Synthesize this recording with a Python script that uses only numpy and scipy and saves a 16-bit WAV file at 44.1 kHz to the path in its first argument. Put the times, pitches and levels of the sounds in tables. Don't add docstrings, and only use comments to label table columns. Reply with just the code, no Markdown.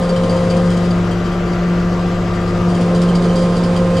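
import sys
import numpy as np
from scipy import signal
from scipy.fft import rfft, irfft, next_fast_len
from scipy.io import wavfile
from scipy.ndimage import uniform_filter1d, map_coordinates

SR = 44100
rng = np.random.default_rng(int(sys.argv[2]) if len(sys.argv) > 2 else 0)


def generate_wav(signal):
    frames = np.transpose(np.atleast_2d(signal))
    scaled = np.clip(frames, -1, 1) * 32767
    pcm = np.round(scaled).astype(np.int16)
    wavfile.write(sys.argv[1], SR, pcm)


N = 176400
CYCLE_HZ, LOBE_ORDER = 14.575, 12
STROKE_HZ, FIRST_STROKE_S = 14.7, .023
PULSE_DEPTH = 0.11

# order, bay_db, road_db
ENGINE_ORDERS = [(2, -31, -32), (5, -36.5, -39.5), (8, -33.5, -40), (13, -48.5, -33), (16, -34.5, -45.5),
                 (29, -39, -52), (32, -30, -39)]


def amp(db):
    return 10 ** (np.asarray(db) / 20)


def unit(x):
    return x / np.sqrt(np.mean(x ** 2) + 1e-20)


def along(points, hz):
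    f, v = np.transpose(points)
    return np.interp(np.log(hz + 1), np.log(f + 1), v)


def curve(rows):
    return np.interp(np.arange(N) / SR, *np.transpose(rows))


def wobble(rate_hz):
    coarse = np.linspace(0, N, 2000)
    knots = rng.standard_normal(int(N * rate_hz / SR) + 2)
    smooth = map_coordinates(knots, [coarse * rate_hz / SR], mode="mirror")
    return np.interp(np.arange(N), coarse, smooth)


def filtered(x, response):
    m = next_fast_len(N + SR // 2)
    return irfft(rfft(x, m) * response(np.fft.rfftfreq(m, 1 / SR)), m)[..., :N]


def coloured(x, spectrum):
    return filtered(x, lambda f: amp(along(spectrum, f)))


def tone(turns, db):
    quadrature = np.array([[0], [np.pi / 2]])
    return amp(db) * np.sqrt(2) * np.sin(2 * np.pi * (turns + rng.random()) + quadrature)


def harmonics(turns, rows, facing):
    return sum(tone(round(order) * turns, road_db + (bay_db - road_db) * facing + 1.3 * wobble(4.95))
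               for order, bay_db, road_db in rows)


def blower(cycles, facing):
    # time_s, level_db
    drone = [(0, -17), (0.45, -16), (0.7, -14.0), (0.95, -15.5), (1.35, -20), (1.75, -15.5), (2.3, -20.5),
             (2.5, -18.5), (2.7, -15), (3.0, -12.8), (3.3, -14), (3.5, -15.5), (4, -15.6)]
    octave = [(0, -37.5), (.6, -29.5), (1.1, -26.5), (2.2, -29), (2.7, -25.5), (3.15, -27.5), (3.4, -29.5),
              (4, -32)]
    third = [(0, -21.5), (0.35, -20), (0.78, -25), (1.3, -56), (1.7, -35.5), (2.75, -32.5), (2.95, -25.5),
             (3.15, -30.5), (3.38, -19.5), (3.58, -28), (3.85, -20.5)]
    whine = [(0, -36), (.3, -38), (.65, -36), (1, -36.5), (1.2, -54), (2.65, -34.5), (2.95, -44),
             (3.15, -36), (4, -40)]
    # order, bay_db, road_db
    overtones = [(4, -40, -38), (6, -34, -56), (8, -49, -43), (9, -45.5, -46)]
    lobes = LOBE_ORDER * cycles
    out = tone(lobes, curve(drone) + 0.57 * wobble(22.76))
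    out += tone(2 * lobes, curve(octave))
    out += tone(3 * lobes, curve(third) + wobble(22))
    out += tone(7 * lobes, curve(whine))
    return out + harmonics(lobes, overtones, facing)


def engine(cycles, facing, count=170, size=4096, road_db=-4):
    # frequency_hz, level_db
    growl = [(40, -40.5), (150, -52), (300, -43.5), (480, -44.5), (800, -51.5), (1200, -58.5), (1700, -56),
             (2500, -79)]
    orders = np.arange(count)
    weak = (orders > 2) & (orders % LOBE_ORDER > 0) & ~np.isin(orders, np.round(ENGINE_ORDERS)[:, 0])
    amplitudes = amp(along(growl, orders * CYCLE_HZ)) * weak
    grid = np.arange(size) / size
    out = harmonics(cycles, ENGINE_ORDERS, facing)
    for weight in (np.sqrt(facing), amp(road_db) * np.sqrt(1 - facing)):
        lines = amplitudes * np.exp(2j * np.pi * rng.random((2, count)))
        waveforms = irfft(lines, size) * size / np.sqrt(2)
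        out += weight * np.array([np.interp(cycles, grid, wave, period=1) for wave in waveforms])
    return out


def casing(cycles):
    # time_s, level_db
    swell = [(0, -41), (2.4, -51.5), (3.0, -34), (3.25, -26), (3.55, -29), (4, -33)]
    # frequency_hz, relative_db
    spectrum = [(200, -24), (310, 1.5), (450, 8.5), (560, -1), (640, -7), (900, -6), (1500, -53.5)]
    beat = 1 + PULSE_DEPTH * np.sin(2 * np.pi * 2 * cycles)
    return amp(curve(swell)) * unit(coloured(beat * rng.standard_normal((2, N)), spectrum))


def pump_and_belt(facing, throb_hz=103.44, belt_hz=1173, drift_hz=0.36):
    # time_s, level_db
    throb = [(0, -40), (0.3, -26), (1.1, -25.5), (1.7, -34), (1.95, -26.5), (2.55, -24.5), (3.1, -32.5),
             (3.45, -30.5), (3.75, -25.5)]
    belt = [(1.05, -47), (1.27, -36.5), (2.75, -36.5), (2.95, -55)]
    # pitch_hz, bay_db, road_db
    hums = [(51.9, -38.5, -30), (1982, -55.5, -47)]
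    turns = lambda hz: np.cumsum(hz + drift_hz * wobble(4.5)) / SR
    out = tone(turns(throb_hz), curve(throb))
    out += tone(turns(belt_hz), curve(belt) + wobble(22))
    for hz, bay_db, road_db in hums:
        out += tone(turns(hz), road_db + (bay_db - road_db) * facing)
    return out


def ringing(strokes, linewidth_hz=67.8, pitch_scatter=.016):
    # pitch_hz, relative_db
    modes = [(3090, 1.5), (3230, -0.5), (4310, -4.5), (4690, -0.5), (4810, 4), (5190, -7), (6780, -5),
             (7850, -8.5), (9200, -11)]
    stroke_index = np.floor(strokes).astype(int) + 1
    phase_step = np.sqrt(2 * np.pi * linewidth_hz / SR)
    out = np.zeros((2, N))
    for hz, db in modes:
        pitch = hz * (1 + pitch_scatter * rng.standard_normal(size=80)[stroke_index])
        walk = np.cumsum(rng.standard_normal((2, N)), axis=1) * phase_step
        phase = 2 * np.pi * np.cumsum(pitch) / SR + uniform_filter1d(walk, size=48, axis=1)
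        out += amp(db + 0.5 * wobble(18)) * np.sin(phase)
    return unit(out)


def rasp():
    # frequency_hz, relative_db
    spectrum = [(1500, -28), (3000, 5), (5500, 1), (9300, -2), (10500, -13.5), (15000, -28)]
    return unit(coloured(rng.standard_normal((2, N)), spectrum))


def chatter(strokes, facing, road_db=-6.5, fall_db=8, scatter_db=3.5):
    db = -41 + road_db * (1 - facing) - fall_db * (strokes % 1) + scatter_db * wobble(31)
    envelope = uniform_filter1d(amp(db), size=800)
    return envelope * (ringing(strokes) + amp(-6) * rasp())


def rattles(strokes, count=7, bounce_s=.0071, loss_db=3, rise_s=.002, ring_t60_s=.036, tick_t60_s=.04):
    # start_s, tick_relative_db, pitch_hz, ring_relative_db
    hard_strokes = [(.091, -46, 4670, -37.5), (.161, -45, 3090, -38.5), (.233, -45, 3020, -42),
                    (.295, -44, 4670, -37), (.363, -51, 3160, -44), (.5, -41, 4680, -37.5),
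                    (.565, -44, 3780, -52), (.702, -44.5, 3230, -43), (.77, -45, 3120, -55),
                    (.906, -49, 4740, -40), (1.111, -50, 3160, -42), (1.266, -66, 3110, -43),
                    (1.32, -55, 3200, -45), (1.53, -54, 4680, -46), (2.746, -45, 3180, -43),
                    (2.81, -46, 5150, -53), (2.947, -43, 4760, -42), (3.016, -40.5, 5110, -41.5),
                    (3.088, -47, 3110, -39), (3.152, -42.5, 4710, -38), (3.22, -44.5, 3800, -48),
                    (3.293, -59, 3090, -39), (3.356, -42, 4750, -39), (3.567, -44, 4750, -42),
                    (3.635, -44, 5200, -43), (3.762, -42, 3160, -41), (3.968, -43.5, 3130, -38)]
    t = np.arange(SR // 10) / SR
    rings, ticks = np.zeros((2, N + SR)), np.zeros(N + SR)
    for start_s, tick_db, hz, ring_db in hard_strokes:
        gaps = bounce_s * (.5 + rng.random(count))
        contacts_s = np.cumsum(gaps) - gaps[0]
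        age = np.maximum(t - contacts_s[:, None], 0)
        attack = amp(-loss_db * np.arange(count))[:, None] * (1 - np.exp(-age / rise_s))
        decay = lambda t60: attack * amp(-60 * age / t60)
        ring = (decay(ring_t60_s) * np.exp(2j * np.pi * hz * age)).sum(axis=0)
        tick = np.linalg.norm(decay(tick_t60_s), axis=0)
        span = slice(round(start_s * SR), round(start_s * SR) + len(t))
        rings[:, span] += amp(ring_db - 4.5) * unit(np.array([ring.imag, ring.real]))
        ticks[span] += amp(tick_db - 3) * unit(tick)
    return rings[:, :N] + ticks[:N] * (rasp() + amp(-0.5) * ringing(strokes))


def air(cycles, facing, patch_db=1.2):
    # frequency_hz, bay_db_per_hz, road_db_per_hz
    rush = [(12, -68, -68.5), (30, -55, -50.5), (90, -54.5, -52), (204, -47, -51.5), (314, -56, -54.5),
            (463, -50, -53.5), (787, -57, -59), (803, -63, -69.5), (940, -58.5, -62), (1327, -61.5, -60.5),
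            (1580, -71.5, -67.5), (1830, -67, -67.5), (2790, -72, -71.5), (4000, -75, -78.5),
            (5660, -79.5, -80), (7800, -83, -87.5), (8300, -86.5, -96.5), (9200, -85, -98),
            (10760, -100, -102), (12100, -99, -98.5), (15000, -108, -109)]
    _, _, spectrogram = signal.stft(rng.standard_normal((2, N)), SR, nperseg=512)
    patches = uniform_filter1d(rng.standard_normal(spectrogram.shape[1:]), size=5, axis=0)
    patches = unit(uniform_filter1d(patches, size=10, axis=1))
    noise = signal.istft(spectrogram * amp(patch_db * patches), nperseg=512)[1][:, :N]
    pulsing = 1 + PULSE_DEPTH * np.sin(2 * np.pi * LOBE_ORDER * cycles)
    noise = unit(noise * pulsing) * np.sqrt(SR / 2)
    bay = coloured(noise, np.array(rush)[:, [0, 1]])
    road = coloured(noise, np.array(rush)[:, [0, 2]])
    return facing * bay + (1 - facing) * road


def stereo(mid, side):
    # frequency_hz, side_gain_db
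    width = [(170, -34.5), (300, -26.5), (600, -17.5), (1200, -11.5), (2500, -6), (5000, -9.5),
             (9000, -8.5), (13000, -2)]
    # frequency_hz, left_over_right_db
    lean = [(190, 0), (330, -0.1), (570, 1.5), (1500, 1.1), (3100, 1), (5500, -0.5), (12000, 3.5)]
    # time_s, left_over_right_db
    turn = [(0, 0.5), (1.1, 3), (1.7, 2.2), (2.6, 2.5), (3.1, -0.9), (4, -1.6)]
    side = coloured(side, width)
    halves = np.array([[.5], [-.5]])
    pair = filtered(np.array([mid + side, mid - side]), lambda f: amp(along(lean, f) * halves))
    bass = filtered(pair, lambda f: 1 / (1 + (f / 200) ** 4))
    return bass + (pair - bass) * amp(curve(turn) * halves)


def scene():
    # time_s, facing (1 = into the bay, 0 = toward the road)
    direction = [(0, 0.86), (.35, 1), (.75, 0.66), (1.05, 0.26), (1.4, 0.027), (2.5, 0.22), (2.8, 0.7),
                 (3.1, 0.93), (4, 0.99)]
    facing = np.clip(curve(direction), 0, 1)
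    speed = 1 + 0.0005 * wobble(2.99) + 0.0021 * wobble(39.44)
    cycles = np.cumsum(CYCLE_HZ * speed) / SR
    strokes = (np.arange(N) / SR - FIRST_STROKE_S) * STROKE_HZ
    machinery = blower(cycles, facing) + engine(cycles, facing) + casing(cycles) + pump_and_belt(facing)
    mid, side = machinery + air(cycles, facing) + chatter(strokes, facing) + rattles(strokes)
    return stereo(mid, side)


def record(dry):
    return signal.sosfilt(signal.ellip(10, .1, 80, 15500, fs=SR, output="sos"), dry)


dry = scene()
out = record(dry)
generate_wav(out)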